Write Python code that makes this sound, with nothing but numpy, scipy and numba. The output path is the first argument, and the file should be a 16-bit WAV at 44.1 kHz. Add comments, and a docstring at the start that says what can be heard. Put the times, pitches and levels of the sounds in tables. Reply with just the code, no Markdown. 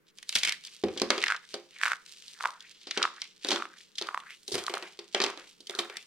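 """Crushing dry soap curls

Two hands crush dry soap curls over a table, close to a small stereo microphone in a quiet room.
Curls snap in the open as trains of tiny breaks, and pieces drop and knock on the ringing table top.
Breaks inside the fist pop in its hollow, whose pitch sinks as the fingers close.
Crumbs crackle and rub, loudest in the squeezes and softer between them, over a low murmur and faint hiss.
"""
import sys
import numpy as np
from scipy import signal
from scipy.fft import rfft, irfft, next_fast_len
from scipy.io import wavfile
from scipy.ndimage import uniform_filter1d
from numba import njit

SR = 44100
rng = np.random.default_rng(int(sys.argv[2]) if len(sys.argv) > 2 else 0)


def dump(signal):
    """Clip the signal to [-1, 1] and save it as 16-bit WAV at the path in sys.argv[1]."""
    limited = np.clip(np.atleast_2d(signal).T, -1, 1)
    pcm = np.round(limited * 32767).astype(np.int16)
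    wavfile.write(sys.argv[1], SR, pcm)


N = 267598
TIME = np.arange(N) / SR
HIT = np.arange(SR // 5) / SR  # time since a blow, s
ATTACK = SR // 200  # samples (5 ms) over which the strength of a blow is counted
FFT_SIZE = next_fast_len(N)


def undb(db):
    """Turn decibels into a gain."""
    return 10 ** (np.asarray(db) / 20)


def colour(x, points, size=1024):
    """Filter with a given outline of (f/Hz, level/dB), without sounding ahead of its input."""
    hz, db = np.transpose(points)
    bins = np.maximum(np.fft.rfftfreq(size, 1 / SR), 1)
    outline = undb(np.interp(np.log(bins), np.log(hz), db))
    # folding the cepstrum gives minimum phase
    cepstrum = irfft(np.log(outline))
    cepstrum[1:size // 2] *= 2
    cepstrum[size // 2 + 1:] = 0
    response = irfft(np.exp(rfft(cepstrum)))
    return signal.oaconvolve(np.atleast_2d(x), response[None], axes=-1)[:, :x.shape[-1]]


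def level(x, db=0):
    """Scale a steady sound to an rms level."""
    return x * undb(db) / np.sqrt(np.mean(x ** 2))


def blow(x, db, count=1):
    """Scale a blow by the energy of its first moments."""
    head = np.atleast_2d(x)[:, :(count + 1) * ATTACK]
    return x * undb(db) / np.sqrt(np.mean(head ** 2) * (count + 1))


def ring(hz, t60, t):
    """One damped tone; t60 is the time in s it takes to fall by 60 dB."""
    return np.sin(2 * np.pi * hz * t) * np.exp(-np.log(1000) * t / t60)


def add(out, s, x, pan_db=0):
    """Mix a blow into both channels at its time; a positive pan leans left."""
    start = max(int(s * SR), 0)
    balance = undb(np.array([[pan_db], [-pan_db]]) / 2)
    x = (x * balance)[:, :N - start]
    out[:, start:start + x.shape[1]] += x


def ports(x, apart):
    """Turn two unrelated rows into a part both ears share and a part that differs between them."""
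    return x[0] + apart * x[1] * np.array([[1], [-1]])


@njit
def bandpass(x, hz, q):
    """A resonance whose pitch and sharpness may move."""
    y, band, low = np.empty(len(x)), 0., 0.
    for i in range(len(x)):
        g = np.tan(np.pi * hz[i] / SR)
        v = (band + g * (x[i] - low)) / (1 + g * (g + 1 / q[i]))
        band, low, y[i] = 2 * v - band, low + 2 * g * v, v / q[i]
    return y


# colour of the quiet room: f/Hz, level/dB
FLOOR = [(25, -5.5), (60, -11.5), (110, -11.5), (180, 3.5), (260, -4.5), (450, 0.5), (700, -17),
         (1500, -8.5), (4000, -22), (8000, -26), (16000, -26)]


def floor():
    """Low murmur of the room and faint hiss: steady noise, strongest in the lows."""
    noise = ports(rng.standard_normal((2, N)), apart=0.9)
    return level(colour(noise, FLOOR, size=4096), db=-69.5)


# colour of the room's reflections: f/Hz, level/dB
ROOM = [(60, -4.5), (200, 7), (500, 1.5), (1200, 1.5), (3500, -2.5), (8000, -4.5), (16000, 0)]


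def room(x, t60=0.31, early_db=-3, early_s=0.0028):
    """Quick reflections off hands and table, then the short tail of a furnished room, as fading noise."""
    t = np.arange(SR // 2) / SR
    tail = np.exp(-np.log(1000) * t / t60)
    early = undb(early_db) * np.exp(-t / early_s)
    shape = (tail + early) * (t > .003)  # nothing comes back in the first 3 ms
    noise = rng.standard_normal((2, len(t)))
    # the part that differs between the ears has its own colour
    noise[1] = colour(noise[1], [(100, -4), (400, -8.5), (1500, -4.5), (4000, 3.0), (16000, -5.0)])[0]
    response = colour(ports(noise, apart=0.73) * shape, ROOM)
    response /= np.sqrt(np.sum(response ** 2) / 2)
    return signal.fftconvolve(x, response, axes=-1)[:, :N]


# low jolts that reach the microphone through its stand: t/s, starting level/dB, decay/s
JOLTS = [(0.353, -51, 0.012), (0.454, -67, 0.084), (0.836, -39, 0.059), (1.018, -48.5, 0.048),
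         (4.531, -44, 0.038)]
# colour of a jolt: f/Hz, level/dB
JOLT_COLOUR = [(25, -17.5), (75, 0.5), (130, -1.5), (250, 4.5), (500, -17), (2000, -49), (16000, -70)]


def jolts():
    """Low, dull shudders: bursts of deep noise that die away."""
    out = np.zeros((2, N))
    for s, db, decay in JOLTS:
        burst = ports(rng.standard_normal((2, len(HIT))), apart=0.37) * np.exp(-HIT / decay)
        shudder = colour(burst, JOLT_COLOUR, size=4096)
        # turns the average level into the level at the start
        add(out, s, level(shudder, db) * np.sqrt(decay / HIT[-1] / 2))
    return out


# squeezes of the fist (crackle levels are relative: hands() and grind() scale them further):
# fingers bite t/s, pressing ends t/s, tightest t/s, pitch of the hollow when tightest f/Hz,
# crackle in the open level/dB, crackle through the hollow level/dB, release/s,
# gain of the top treble at the fingers level/dB
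SQUEEZES = [(.29, .5, .54, 2130, -51.5, -32.5, 0.028, 3.5), (1.11, 1.33, 1.35, 1480, -43, -33, 0.023, -8),
            (1.83, 1.92, 1.908, 1434, -38.5, -32, 0.02, -3),
            (2.41, 2.46, 2.49, 1066, -45, -38.5, 0.072, -2.5),
            (2.95, 3.06, 3.08, 1174, -43, -36.5, 0.023, -12), (3.45, 3.56, 3.64, 1266, -39, -37, 0.068, -7),
            (3.99, 4.1, 4.15, 1072, -53, -44.5, .11, -5), (4.5, 4.78, 4.71, 1115, -47, -46, 0.084, 5.5),
            (5.15, 5.28, 5.3, 1100, -42, -42.5, 0.048, -9.5), (5.7, 5.83, 5.82, 1175, -49.5, -44.5, .07, 1)]
# pitch of the hollow in the open hand, Hz; time the fingers take to close and to open, s
OPEN_HZ, CLOSE_S, OPEN_S = 3655, 0.16, 0.17
BITE_S = 0.016  # rise of the crackle before the bite is full


def fist(t):
    """How far the fingers are shut (0-1) and the pitch of their hollow, which sinks as they close."""
    shut, octaves = 0, 0
    for _, _, tight_s, tight_hz, *_ in SQUEEZES:
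        away = np.maximum((tight_s - t) / CLOSE_S, (t - tight_s) / OPEN_S)
        closed = np.exp(-away ** (5 / 2))
        shut = shut + closed
        octaves = octaves + closed * np.log2(tight_hz / OPEN_HZ)
    return np.minimum(shut, 1), OPEN_HZ * 2 ** octaves


def pressing(t):
    """Strength of the crackle in the open and in the hollow: each squeeze bites, holds and lets go."""
    bright, muffled = 0, 0
    for bite_s, end_s, _, _, open_db, hollow_db, release_s, _ in SQUEEZES:
        effort = np.exp(np.minimum(t - bite_s, 0) / BITE_S - np.maximum(t - end_s, 0) / release_s)
        bright = bright + undb(open_db) * effort
        muffled = muffled + undb(hollow_db) * effort
    return bright, muffled


# loose flakes shifting as the fingers relax and regrip (levels relative, as for the squeezes):
# middle t/s, half length/s, in the open level/dB, through the hollow level/dB
RUSTLES = [(0.091, 0.024, -88, -39.5), (0.189, 0.032, -60, -66), (0.661, 0.025, -48, -52),
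           (0.75, 0.085, -53, -56.5), (0.933, 0.048, -58, -49.5), (1.016, 0.023, -53, -45),
           (1.446, 0.019, -56, -50.5), (1.527, 0.044, -47.5, -60), (1.779, 0.064, -56, -39.5),
           (2.112, 0.081, -54, -56), (2.306, 0.13, -52, -52), (2.674, 0.052, -59.5, -46),
           (2.861, 0.18, -60.5, -42), (3.226, 0.069, -52, -41), (3.762, 0.031, -68, -49.5),
           (3.811, 0.045, -53, -59), (4.315, 0.045, -57, -32), (4.873, 0.04, -54.5, -42),
           (5.06, 0.1, -73, -72), (5.425, 0.052, -55, -43.5), (5.503, 0.031, -55, -70),
           (5.98, 0.073, -59.5, -37)]
STILL_DB = -62.5  # crumbs settling in a resting hand, on the same relative scale


def shifting(t):
    """Strength of the rustle in the open and in the hollow: soft swells over a faint settling."""
    bright, muffled = undb(STILL_DB) * (t > SQUEEZES[0][0]), 0
    for s, half_s, open_db, hollow_db in RUSTLES:
        swell = np.exp(-((t - s) / half_s) ** 2)
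        bright = bright + undb(open_db) * swell
        muffled = muffled + undb(hollow_db) * swell
    return bright, muffled


def hands(size=32):
    """Crackle in the open and in the hollow, and its pitch: shutting the fist shifts the sound inside."""
    t = TIME[::size]  # movements are worked out every few samples
    shut, hz = fist(t)
    bright, muffled = np.hypot(pressing(t), shifting(t))
    bright = bright * undb(-1.5 * shut)  # dB lost in the open when the fist is shut
    muffled = muffled * undb(-21.5 * (1 - shut))  # dB lost in the hollow when the hand is open
    return [np.interp(TIME, t, curve) for curve in (bright, muffled, hz)]


def grains(rate, scatter_db, rub, flutter_db):
    """Tiny breaks (rate per s) of very uneven size, in flurries together with the rub of flake on flake."""
    sizes = undb(scatter_db * np.minimum(rng.exponential(size=N), 4))
    breaks = level((rng.random(N) < rate / SR) * sizes)
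    smooth = uniform_filter1d(rng.standard_normal(N), SR // 200)
    flurry = level(uniform_filter1d(smooth, SR // 300))
    crackle = breaks * rng.choice([-1, 1], (2, N)) + rub * rng.standard_normal((2, N))
    return crackle * undb(flutter_db * flurry)


# colour of breaking crumbs: f/Hz, level/dB
CRUMB = [(100, -32.5), (700, -26), (1500, -18), (2300, -10.5), (3100, -4.5), (4000, -3), (5500, -5),
         (7500, -8), (9000, -7), (10500, -17.5), (13000, -18), (16000, -30)]


def grind(open_db=-2.5, hollow_db=-2, gap_db=-8):
    """Crumbs crackle in the open and through the hollow that the fingers close and open."""
    bright, muffled, hz = hands()
    outside = grains(rate=390, scatter_db=7, rub=0.94, flutter_db=2.5)
    outside = colour(ports(outside, apart=.5), CRUMB)
    inside = ports(grains(rate=1200, scatter_db=3, rub=0.75, flutter_db=4), apart=0.26)
    # as the hand opens, its resonance climbs into the crackle and grows leaky and broad
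    opening = np.clip((hz - 2000) / 1200, 0, 1)
    q = 3.2 - 1.8 * opening
    broad = np.full(N, .7)
    inside = np.array([bandpass(bandpass(c, hz, q), hz, broad) for c in inside])
    inside = level(inside * np.sqrt(q / hz))
    through = undb(hollow_db) * muffled + opening * undb(gap_db) * bright
    # now and then a single crumb ticks clear of the rest
    ticks = colour(ports(grains(rate=70, scatter_db=4, rub=0, flutter_db=0), apart=.4), CRUMB)
    outside = level(outside) + level(ticks, db=-11)
    return level(outside, open_db) * bright + inside * through


def fracture(ms, scatter_db, after_db, after_s, apart):
    """A crack runs as a quick train of uneven micro-breaks; splinters chatter after it."""
    run = np.exp(-HIT * 1000 / ms)
    splinters = undb(after_db) * np.exp(-HIT / after_s)
    opening = 1 - np.exp(-HIT / .0005)
    sizes = undb(scatter_db * np.clip(rng.standard_normal(len(HIT)), -2.5, 2.5))
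    noise = ports(rng.standard_normal((2, len(HIT))), apart)
    return noise * sizes * (run + splinters) * opening


def flake(x, depth):
    """Every fragment has its own short ring, which favours one pitch in the crack."""
    hz, q = np.full(len(HIT), rng.uniform(2800, 4870)), np.full(len(HIT), 6.)
    return x + depth * np.array([bandpass(c, hz, q) for c in x])


# ringing tones of the table top, varied a little at each blow:
# f/Hz, level/dB (relative), time to fall 60 dB/s (thump() uses at most 0.25)
TABLE_MODES = [(218.6, -18.5, 0.23), (349, -1, 0.28), (409.3, -5, 0.3), (523.2, -3.5, 0.21),
               (603, -9, 0.069), (729, -13.5, 0.52)]
# colour of the dead thud: f/Hz, level/dB
THUD = [(40, -27.5), (120, -32), (190, -7.5), (270, -2.5), (350, 3.5), (430, -3.5), (600, -6.5),
        (850, -9.5), (1500, -42.5), (16000, -85.5)]


def thump(db, thud_db=-8, dead_s=0.0097, detune=0.0288):
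    """The table top gives a dead thud; its few modes ring on briefly, a little differently each time."""
    push = ring(370 * rng.uniform(.85, 1.2), .026, HIT)
    thud = colour(rng.standard_normal(len(HIT)) * np.exp(-HIT / dead_s), THUD)
    modes = 0
    for k, (hz, mode_db, t60) in enumerate(TABLE_MODES):
        louder, higher = rng.standard_normal(2)
        tone = ring(hz * (1 + detune * higher), min(t60, .25), HIT)
        modes = modes + undb(mode_db + 2 * louder) * tone * (-1) ** k
    board = blow(push, 0) + blow(thud, thud_db) + blow(modes, db=-7.5)
    # only heavy pieces push long enough to raise the lowest modes
    lightness = np.clip((-24 - db) / 10, 0, 1)
    bass = [(40, -26.5), (120, -10 - 9 * lightness), (160, -14 - 9 * lightness),
            (205, -9 * lightness), (300, 0.5), (16000, -1)]
    return blow(colour(board, bass, size=2048), db)


# pieces landing on the table:
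# t/s, tick level/dB, clack level/dB, length of the clatter/ms, thump level/dB
DROPS = [(.837, -34, -36.5, 2.6, -19.5), (0.8834, -46, -40.5, 3.4, -33), (0.9633, -59, -46.5, 0.66, -37),
         (1.017, -22.5, -29, 2.8, -22.5), (1.1032, -18, -20, 2.7, -26), (1.1785, -32, -32, 2.9, -32),
         (1.5404, -31, -39, 2.8, -34.5), (2.8699, -38, -47, 13, -45.5), (2.974, -25.5, -29.5, 4.7, -31),
         (3.447, -28.5, -37, 0.87, -34.5), (3.4865, -24.5, -35, 1.7, -33.5), (3.505, -23.5, -31, 4.6, -35),
         (3.5149, -23, -25.5, 8.7, -40), (3.5277, -29, -56, 11, -29), (3.559, -28, -31, 4.2, -36),
         (4.0134, -31.5, -40.5, 1.2, -36), (4.022, -31, -41, 1.6, -47.5), (4.4842, -47, -57, 6, -42.5),
         (4.518, -31, -47, 21, -34), (4.542, -29.5, -34.5, 10, -33.5), (4.553, -31, -36.5, 0.86, -30),
         (4.579, -33, -37, 16, -36), (4.6961, -37.5, -37, 2, -36.5), (4.7385, -31, -29.5, 1.6, -36.5),
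         (4.8248, -41.5, -38.5, 1.8, -42.5), (4.99, -37, -45, 3.5, -40.5), (5.1465, -22, -25, 1.6, -29),
         (5.2017, -26.5, -24.5, 2.9, -29.5), (5.216, -22.5, -30.5, 7, -46), (5.2373, -22, -28.5, 3.1, -29),
         (5.2634, -32, -33, 0.61, -35.5), (5.3743, -43, -44, 1.2, -47), (5.604, -46.5, -76, 4.7, -54.5),
         (5.696, -33, -39, 1.9, -39.5), (5.7499, -35, -52, 2.8, -43.5), (5.7882, -23, -29.5, 7.6, -31.5),
         (5.8977, -43.5, -39.5, 2.6, -44.5)]
# colour of a bright crack, also used for the snaps: f/Hz, level/dB
CRACK = [(100, -55), (700, -34), (1500, -23.5), (2300, -26.5), (3100, 4), (4100, 4), (5500, 1), (7500, -5),
         (10000, -9.5), (13000, -20), (16000, -36)]
# colour of a clack on the table: f/Hz, level/dB
CLACK = [(60, -38), (200, -13.5), (600, 2.5), (1000, 3.5), (1700, 2), (2400, 3.5), (3300, -2.5),
         (5000, -29.5), (16000, -28.5)]


def drops():
    """A piece ticks, clacks and thumps on the table top: two trains of micro-breaks and a ringing board."""
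    out = np.zeros((2, N))
    for s, tick_db, clack_db, ms, thump_db in DROPS:
        tick = fracture(ms, scatter_db=9, after_db=-24.5, after_s=0.0033, apart=0.48)
        clack = fracture(ms, scatter_db=4, after_db=-12.5, after_s=0.039, apart=.25)
        add(out, s, blow(flake(colour(tick, CRACK), depth=1.0), tick_db))
        add(out, s, blow(colour(clack, CLACK), clack_db))
        add(out, s, thump(thump_db))
    return out


def small_pops(count=2, below_db=-6.5):
    """Lesser breaks at chance moments late in each squeeze, as rows like those of POPS."""
    rows = []
    for bite_s, end_s, _, _, _, hollow_db, *_ in SQUEEZES:
        for early in rng.random(count):
            rows.append((end_s - (end_s - bite_s) * early / 2, hollow_db + below_db))
    return rows


# breaks shut inside the fist: t/s, level/dB
POPS = [(.4941, -28.5), (.5225, -35), (1.2394, -19), (1.2678, -27), (1.2824, -36), (1.3023, -23.5),
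        (1.3106, -27), (1.3216, -22.5), (1.3466, -32), (1.814, -31), (1.8343, -19.5), (1.8554, -24),
        (1.8614, -24.5), (1.8797, -28), (1.918, -23.5), (1.9327, -27), (2.4077, -32), (2.4399, -28.5),
        (2.4506, -30), (2.4561, -20.5), (3.019, -26.5), (3.04, -26.5), (3.0528, -21), (3.0769, -38.5),
        (3.6229, -28.5), (3.6542, -37), (4.0881, -28.5), (4.1454, -26), (4.1755, -28.5), (4.306, -42.5),
        (4.6815, -27), (4.7716, -31.5), (5.2998, -38)]


def pops(t60=0.0082, upper=1.32, upper_db=-6, leak_db=-14, pan_db=-2.0):
    """A break inside the fist rings the air between the fingers; a little of the crack leaks out."""
    out = np.zeros((2, N))
    t = HIT[:6 * ATTACK]
    for s, db in list(POPS) + small_pops():
        # a pop sounds slightly above the hollow's pitch, by an uneven amount
        hz = fist(s)[1] * 1.023 * (1 + 0.014 * rng.standard_normal())
        # a tighter fist is lower and lets less treble through
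        looseness = (hz / 1500) ** 2
        air = ring(hz, t60, t) + looseness * undb(upper_db) * ring(hz * upper, t60 / 2, t)
        air = colour(air, [(100, -38.0), (600, -12), (1200, 1.5), (3500, 4.5), (7000, -15.5), (16000, -24.5)])
        # small breaks crowd before and after the main one
        cluster = rng.standard_normal(len(t)) * np.exp(-abs(t - t[ATTACK]) / .003)
        cluster *= undb(-10) / np.linalg.norm(cluster)
        cluster[ATTACK] += 1
        add(out, s - t[ATTACK], blow(signal.fftconvolve(air, cluster[None]), db, count=2), pan_db)
        crack = fracture(1.5, scatter_db=9, after_db=-27.5, after_s=.008, apart=0.88)
        add(out, s, blow(colour(crack, CRUMB), db + leak_db) * looseness)
    return out


def strain(db, lead=0.0052):
    """Fine cracks gather for a few milliseconds before a piece gives way."""
    t = HIT[:2 * ATTACK]
    creak = level(colour(ports(rng.standard_normal((2, len(t))), apart=.4), CRACK))
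    return undb(db) * creak * np.exp((t - t[-1]) / lead)


def small_snaps():
    """One flake breaks somewhere in each rustle, as rows like those of SNAPS."""
    chance = rng.uniform(-1, 1, len(RUSTLES))
    # crack and body are set from the open level of the rustle; each break runs 2.5 ms
    return [(s + half_s * when, db + 1.5, db - 12, 2.5)
            for (s, half_s, db, _), when in zip(RUSTLES, chance)]


# curls breaking in the open: t/s, crack level/dB, flake body level/dB, length of the fracture/ms
SNAPS = [(0.1852, -44.5, -52, 0.63), (.2276, -44, -46, 2.8), (.292, -27.5, -38, 1.2),
         (0.3261, -36, -37.5, 0.35), (.3528, -19.5, -46, 5.5), (.3545, -27.5, -25.5, 3.2),
         (0.3604, -24, -24.5, 3.2), (0.3722, -32, -32, 0.42), (.3844, -28.5, -50, 9.2),
         (.433, -22, -25.5, 2.2), (0.4486, -23.5, -27, 6.3), (0.4733, -30, -26.5, 3.3),
         (0.482, -30, -31, 9.6), (.4934, -25, -75, 1.1), (.5224, -29, -34, 1.9), (0.649, -38, -63, 3.7),
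         (.6711, -41, -54, 1.6), (0.9745, -31, -43.5, 7.3), (0.9985, -30.5, -37.5, 0.82),
         (1.2168, -33.5, -34, 1.5), (1.2254, -29.5, -33.5, 2), (1.261, -34, -33, 1.8),
         (1.281, -28.5, -32.5, 1.4), (1.363, -39, -46, 2.4), (2.28, -41.5, -70.5, 3.5),
         (2.6054, -42.5, -66.5, 0.98), (2.9093, -27, -32, 3.8), (3.0276, -19, -28, 2),
         (3.2181, -29, -37.5, 0.53), (3.954, -43.5, -63, 4.1), (3.9825, -27.5, -38.5, 6.3),
         (4.07, -39, -56, 1.4), (4.201, -48, -47.5, 2), (4.4788, -34, -52, 4.4), (4.665, -31, -45, 2.6),
         (5.2457, -31, -31.5, 1), (5.6698, -38.5, -59, 3.2), (5.969, -34, -37.5, 2.2)]
# colour of the lower body of a flake: f/Hz, level/dB
FLAKE_BODY = [(60, -26), (250, -21), (700, -18.5), (1200, -15.5), (1700, -6), (2300, 0.5), (3200, -5),
              (5000, -33.5), (16000, -69)]


def snaps(strain_db=-17):
    """Brittle breaks: a faint creak, then a bright crack and the lower body of the curl."""
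    out = np.zeros((2, N))
    breaks = list(SNAPS) + small_snaps()
    for (s, crack_db, body_db, ms), pan_db in zip(breaks, rng.standard_normal(len(breaks))):
        crack = fracture(ms, scatter_db=4, after_db=-22.5, after_s=0.0044, apart=0.42)
        body = fracture(ms, scatter_db=5, after_db=-10, after_s=0.0079, apart=0.32)
        add(out, s - 2 * ATTACK / SR, strain(crack_db + strain_db), pan_db)
        add(out, s, blow(flake(colour(crack, CRACK), depth=0.44), crack_db), pan_db)
        add(out, s, blow(colour(body, FLAKE_BODY), body_db))
    return out


def fingers(x, edge_hz=7500):
    """The fingers shade or uncover the shortest waves, gliding from one squeeze to the next."""
    sheen_db = np.interp(TIME, [row[0] for row in SQUEEZES], [row[-1] for row in SQUEEZES])
    hz = np.fft.rfftfreq(FFT_SIZE, 1 / SR)
    highpass = hz ** 6 / (hz ** 6 + edge_hz ** 6.)
    top = irfft(rfft(x, FFT_SIZE) * highpass, FFT_SIZE)[:, :N]
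    return x + top * (undb(sheen_db) - 1)


def scene(lag=1.193):
    """All sources sit slightly right of centre, so the left port hears them a little later (lag in samples)."""
    cracks, landings, hollow_pops, crumbs = snaps(), drops(), pops(), grind()
    direct = cracks + landings + hollow_pops + crumbs + jolts()
    wet = room(undb(-11) * cracks + undb(-9) * landings + undb(-16) * hollow_pops + undb(-25.5) * crumbs)
    left, right = fingers(direct + wet)
    delay = np.exp(-2j * np.pi * np.fft.rfftfreq(FFT_SIZE) * lag)
    left = irfft(rfft(left, FFT_SIZE) * delay, FFT_SIZE)[:N]
    return np.array([left, right]) + floor()


def record(dry):
    """The left port is a little duller than the right; the recorder cuts the top above 15.9 kHz."""
    left = colour(dry[0], [(100, 0), (4000, 0), (8000, -2), (13000, -3.5)])[0]
    right = colour(dry[1], [(100, 0), (4000, 0), (8000, 1), (13000, 1)])[0]
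    lowpass = signal.ellip(8, .2, 70, 15900, fs=SR, output="sos")
    return signal.sosfilt(lowpass, [left, right])


dry = scene()
out = record(dry)
dump(out)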